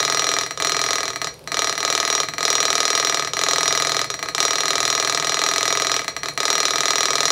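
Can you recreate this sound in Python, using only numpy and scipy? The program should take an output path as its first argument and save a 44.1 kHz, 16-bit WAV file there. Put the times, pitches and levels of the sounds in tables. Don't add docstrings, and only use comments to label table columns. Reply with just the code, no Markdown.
import sys
import numpy as np
from scipy import signal
from scipy.fft import rfft, irfft, next_fast_len
from scipy.io import wavfile

SR = 44100
rng = np.random.default_rng(int(sys.argv[2]) if len(sys.argv) > 2 else 0)


def wrap_up_sound(samples):
    columns = np.atleast_2d(samples).T
    tamed = np.clip(columns, -1, 1)
    steps = np.round(tamed * 32767).astype(np.int16)
    wavfile.write(sys.argv[1], SR, steps)


def undo_db(level):
    steps = np.asarray(level, float) / 20
    return 10 ** steps


N = 322371
RING = SR // 5


def unit(x):
    return x / np.sqrt(np.mean(x ** 2) + 1e-20)


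def along(points, hz):
    f, v = np.transpose(points)
    return np.interp(np.log(hz + 1), np.log(f + 1), v)


def filtered(x, response):
    n = x.shape[-1]
    m = next_fast_len(n + 8192)
    return irfft(rfft(x, m) * response(np.fft.rfftfreq(m, 1 / SR)), m)[..., :n]


# (frequency [Hz], density [dB per Hz])
AIR_NOISE = [(25, -47), (60, -8.5), (110, -13.5), (200, -13.5), (300, -16.5), (480, -5), (700, -17),
             (950, -17.5), (2000, -31), (4000, -28), (7000, -35), (10000, -40), (16000, -43)]
# (frequency [Hz], width [Hz], level [dB])
HUM_LINES = [(120.5, 3.1, -53.5), (145.6, 4.8, -52), (161, 6.3, -53.5)]


def room_tone():
    air_db = -44.5
    air = filtered(rng.standard_normal(N), lambda hz: undo_db(along(AIR_NOISE, hz)))
    tone = undo_db(air_db) * unit(air)
    for center_hz, width_hz, db in HUM_LINES:
        line = filtered(rng.standard_normal(N), lambda hz: 1 / (1 + (2 * (hz - center_hz) / width_hz) ** 2))
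        tone += undo_db(db) * unit(line)
    return tone


# (first [s], last [s], reach at first [dB], reach at last [dB])
STEADY_SPELLS = [(.0031, .3865, 0, -1), (0.4346, .4352, -5, -4.5), (0.5752, .5755, -6, -6),
                 (0.6232, .8625, -.5, -1.5), (0.9074, 1.103, -0.5, -6), (1.5436, 1.5438, -2.5, -2.5),
                 (1.5923, 1.6961, 0, -1), (1.7525, 1.8032, -6.5, -4), (1.8506, 2.2011, -0.5, 0.5),
                 (2.407, 2.407, -3, -7), (2.4529, 2.9036, .5, .5), (2.951, 3.1944, .5, 0),
                 (3.2472, 3.2475, -4, -5.5), (3.391, 3.3908, -1.5, -1), (3.4367, 3.6796, 1, .5),
                 (3.7265, 4.0152, .5, -1), (4.4032, 4.4515, 0.9, 1), (4.5063, 4.6566, -1, -1),
                 (4.7052, 5.147, 0, 0), (5.1982, 5.3918, -1.8, -0.5), (5.4376, 5.5364, .5, -0.5),
                 (5.5824, 5.965, 0, -0.5), (6.0172, 6.0169, -8, -8), (6.4046, 6.5027, -.5, 1),
                 (6.5536, 6.654, 0.2, .7), (6.708, 6.9055, -0.1, 0.6), (6.957, 7.3041, -0.1, 0.5)]
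# (time [s], blow [dB], hardness [dB])
STRAY_TOP = [
    (-.046, -35, -8),
    (1.2446, -30.5, 0.5),
    (3.3345, -29, 1.5),
    (4.102, -27.5, -0.5),
    (4.259, -32, -8),
    (4.3486, -29, 3),
    (6.258, -29, -4),
]
# (time [s], blow [dB])
STRAY_BOTTOM = [(-.021, -15), (.4634, -31.5), (0.5085, -30), (1.133, -36.5), (1.1594, -29), (1.2164, -27),
                (1.271, -29.5), (1.4747, -33), (1.5187, -27), (2.2328, -28), (2.2863, -30), (2.3367, -32.5),
                (2.382, -27), (3.2739, -29), (3.3686, -26), (4.0435, -29.5), (4.1411, -30.5), (4.1916, -34),
                (4.2273, -27), (4.2865, -29), (4.3808, -24.5), (6.045, -34.5), (6.0803, -26.5),
                (6.1652, -29.5), (6.2329, -28.5), (6.2852, -28), (6.3761, -25.5)]


def piston():
    turn_s, down_share = 0.049, 0.535
    top_db, top_hard_db, hard_per_reach = -25.5, 1.4, 0.68
    bottom_db, bottom_hard_db, bottom_reach = -25, -3, 0.53
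    top_slop_s, slop_s, soft_db_per_slop = 0.0005, 0.0008, 1.7
    blow_scatter_db, hard_scatter_db = 0.5, 0.65

    spells = []
    for first_s, last_s, first_db, last_db in STEADY_SPELLS:
        count = round((last_s - first_s) / turn_s) + 1
        spells.append(np.linspace((first_s, first_db), (last_s, last_db), count))
    s, reach_db = np.concatenate(spells).T
    chance = rng.standard_normal((len(s), 5))

    top_s = s + top_slop_s * chance[:, 0]
    top_blow_db = top_db + reach_db + blow_scatter_db * chance[:, 1]
    hard_scatter = hard_scatter_db * (chance[:, 2] - chance[:, 1])
    top = np.c_[top_s, top_blow_db, top_hard_db + hard_per_reach * reach_db + hard_scatter]

    gap_s = np.diff(s)
    slop = np.diff(chance[:, 3])
    mean_reach_db = (reach_db[1:] + reach_db[:-1]) / 2
    bottom_s = s[:-1] + down_share * gap_s + slop_s * slop
    bottom_blow_db = bottom_db + bottom_reach * mean_reach_db + blow_scatter_db * chance[1:, 4]
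    bottom_hardness_db = bottom_hard_db - soft_db_per_slop * np.maximum(slop, -1)
    bottom = np.c_[bottom_s, bottom_blow_db, bottom_hardness_db]
    bottom = bottom[gap_s < 1.3 * turn_s]
    stray_bottom = [(t, db, bottom_hard_db) for t, db in STRAY_BOTTOM]
    return np.r_[top, STRAY_TOP], np.r_[bottom, stray_bottom]


# (frequency [Hz], gain [dB])
HEARD_GAIN = [(310, 5.5), (400, 3.5), (500, 1), (2400, 1.5), (3200, 0), (3800, 0), (4400, 1.5), (5900, 1.5)]


def modes(table, column, rise_cycles):
    held = 0.91
    hz, t60, swing = np.transpose(table)[[0, 1, column], :, None]
    t = np.arange(RING) / SR
    decay = undo_db(along(HEARD_GAIN, hz) - 60 * t / (held * t60))
    rise = 1 - np.exp(-t * hz / rise_cycles)
    return swing * decay * rise * np.sin(2 * np.pi * hz * t)


def causal(points):
    hz = np.fft.rfftfreq(2048, 1 / SR)
    cepstrum = irfft(np.log(undo_db(along(points, hz))))
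    folded = np.r_[cepstrum[0], 2 * cepstrum[1:1024], np.zeros(1024)]
    pulse = irfft(np.exp(rfft(folded)))[:512]
    return pulse / np.abs(pulse).max()


def placed(s, sounds):
    at = np.round(s * SR).astype(int) + np.arange(RING) + RING
    return np.bincount(at.ravel(), sounds.ravel(), N + 2 * RING)[RING:N + RING]


# (frequency [Hz], t60 [s], swing from top blow, swing from bottom blow)
TABLE_MODES = [(298, 0.068, 0.15, -0.85), (397, 0.074, 1.08, -0.6), (467, 0.039, -1.44, 0.26),
               (531, 0.041, -1.18, 0.14), (643, 0.124, -0.16, -0.65), (691, 0.055, 0.61, 1.4),
               (895, 0.042, 0.32, -1.0)]
PLATE_MODES = [(1124, 0.042, 0.87, -1.51), (1224, 0.067, 0.58, -1.15), (1250, 0.045, 2.31, -0.79),
               (1283, 0.105, -0.29, 0.57), (1585, 0.071, 0.24, -0.4), (1649, 0.2, 0.13, -0.15),
               (1756, 0.2, -0.11, 0.15), (1878, 0.011, -0.47, 0.76), (1914, 0.2, -0.12, 0.22),
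               (2028, 0.032, -0.57, 2.02), (2194, 0.05, -0.18, 0.37), (2273, 0.2, -0.16, 0.24),
               (2337, 0.034, -0.7, 0.99), (2535, 0.113, -0.21, 0.12)]
FRAME_MODES = [(3077, 0.085, -0.09, -0.21), (3210, 0.003, -6.27, 6.6), (3436, 0.006, 0.61, -2.44),
               (3716, 0.059, 0.63, -0.47), (3802, 0.012, 2.25, -0.48), (3848, 0.2, 0.3, -0.35),
               (3965, 0.118, 0.62, -0.62), (4151, 0.009, 2.6, -5.09), (4174, 0.176, -0.47, 0.76),
               (4249, 0.2, -0.32, 0.62), (4290, 0.086, -0.4, 0.84), (4427, 0.01, -0.31, 2.61),
               (4693, 0.044, 0.18, -0.21), (5035, 0.047, -0.91, 0.38), (5087, 0.007, -2.18, 0.9),
               (5711, 0.061, 0.02, 0.47), (5738, 0.2, -1.03, 0.75), (5785, 0.069, -0.69, 0.2),
               (5916, 0.005, 2.79, -3.75), (6649, 0.089, 0.39, 0.19), (6696, 0.031, 0.95, 0.42),
               (7031, 0.014, 0.37, -0.24), (7473, 0.092, -0.01, 0.19), (7883, 0.046, -0.01, -0.2),
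               (8346, 0.014, -0.4, -0.31), (8866, 0.007, -0.41, -0.12), (10810, 0.014, 0.08, 0.21),
               (12056, 0.016, -0.04, -0.04), (15338, 0.02, -0.0, -0.02)]


def taps(events, column, frame_db, fizz, fizz_db, fizz_t60, snap_db, scatter_db):
    s, blow_db, hard_db = np.transpose(events)[:, :, None]
    base = np.r_[modes(TABLE_MODES, column, rise_cycles=1.6), modes(PLATE_MODES, column, rise_cycles=0.1)]
    frame = modes(FRAME_MODES, column, rise_cycles=0.1)
    base_scatter_db = scatter_db * rng.standard_normal((len(s), len(base)))
    frame_scatter_db = scatter_db * rng.standard_normal((len(s), len(frame)))
    ring = undo_db(blow_db + base_scatter_db) @ base
    ring += undo_db(blow_db + hard_db + frame_db + frame_scatter_db) @ frame

    t = np.arange(RING) / SR
    fade = undo_db(fizz_db - 60 * t / fizz_t60) + undo_db(snap_db - 60 * t / 0.013)
    shared = rng.standard_normal(RING)
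    fresh = rng.standard_normal((len(s), RING))
    grit = fade * (0.8 * shared + 0.6 * fresh)
    hiss = signal.fftconvolve(grit, causal(fizz)[None], axes=1)[:, :RING]
    ring += undo_db(blow_db + 1.15 * hard_db) * hiss
    return placed(s, ring)


# (frequency [Hz], level [dB])
TOP_FIZZ = [(220, -26.5), (350, 0.5), (850, 4.5), (1500, -11.5), (3000, 0), (4200, -6.5), (5400, 1),
            (7300, -0.5), (9000, -10), (11500, -16.5), (14200, -24.5), (15500, -42.5)]


def top_stop(events):
    return taps(events, column=2, frame_db=1.15, fizz=TOP_FIZZ, fizz_db=-7.5, fizz_t60=0.083,
                snap_db=3, scatter_db=-0.5)


# (frequency [Hz], level [dB])
BOTTOM_FIZZ = [(220, 4.5), (350, -54), (850, -7), (1500, -3.5), (2600, -0.5), (4200, 0), (5300, -4),
               (7300, -1), (9600, -12.5), (10750, -7.5), (11600, -13.5), (14200, -19.5), (14900, -7.5),
               (15700, -13)]


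def bottom_stop(events):
    return taps(events, column=3, frame_db=1.5, fizz=BOTTOM_FIZZ, fizz_db=-5.0, fizz_t60=0.1,
                snap_db=2, scatter_db=-0.2)


# (frequency [Hz], t60 [s])
ROOM_DECAY = [(200, 0.11), (1000, 0.21), (4000, 0.29), (10000, 0.24), (16000, 0.041)]


def room(x, count=8):
    hz, t, z = signal.stft(rng.standard_normal((count, SR // 2)), SR, nperseg=256)
    decay = undo_db(-60 * t / along(ROOM_DECAY, hz)[:, None])
    tails = signal.istft(z * decay, SR, nperseg=256)[1]
    slots = np.arange(N) * 20 // SR % count == np.arange(count)[:, None]
    wet = signal.fftconvolve(x * slots, tails / np.linalg.norm(tails[0]), axes=1).sum(0)
    return np.pad(wet, (300, 0))[:N]


# (time [s], peak [dB])
PIN_TICKS = [(0.4628, -38), (0.5262, -36), (0.5462, -41), (1.1283, -37), (1.2944, -43), (1.3414, -24),
             (1.3608, -44), (1.393, -25.5), (1.4264, -50), (1.441, -28), (1.4644, -41), (2.2584, -42),
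             (2.3361, -37), (4.2814, -30), (4.3074, -39), (6.0414, -26), (6.1104, -37), (6.2038, -40),
             (6.2724, -30), (6.3074, -41), (6.327, -40), (6.337, -25), (6.3535, -32)]
# (frequency [Hz], t60 [s], swing)
PIN_MODES = [(9400, .004, 0.73), (11900, 0.0025, -0.3), (4660, 0.0056, 0.6), (2360, 0.007, -0.46)]


def crank():
    s, db = np.transpose(PIN_TICKS)[:, :, None]
    pin = modes(PIN_MODES, column=2, rise_cycles=0.71)
    scatter_db = 2.7 * rng.standard_normal((len(s), len(pin)))
    return placed(s, undo_db(db - 3.5 + scatter_db) @ pin)


def no_bass(hz):
    bass_hz = 238
    s = 1j * hz / bass_hz
    return (s * s / (1 + 1.414 * s + s * s)) ** 2


def scene():
    tone = room_tone()
    ups, downs = piston()
    stops = top_stop(ups) + bottom_stop(downs)
    engine = filtered(undo_db(-0.53) * stops + crank(), no_bass)
    return (engine + undo_db(-11.0) * room(engine) + tone)[None]


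def roll_off(x):
    return signal.sosfilt(signal.butter(12, 16980, fs=SR, output="sos"), x)


def record(dry):
    x = filtered(dry, lambda hz: 1 / (1 + (hz / 15840) ** 600))
    x = x / (1 + np.abs(x) ** 24) ** (1 / 24)
    x = filtered(x, lambda hz: 1 / (1 + (hz / 16300) ** 40))
    return roll_off(x)


dry = scene()
out = record(dry)
wrap_up_sound(out)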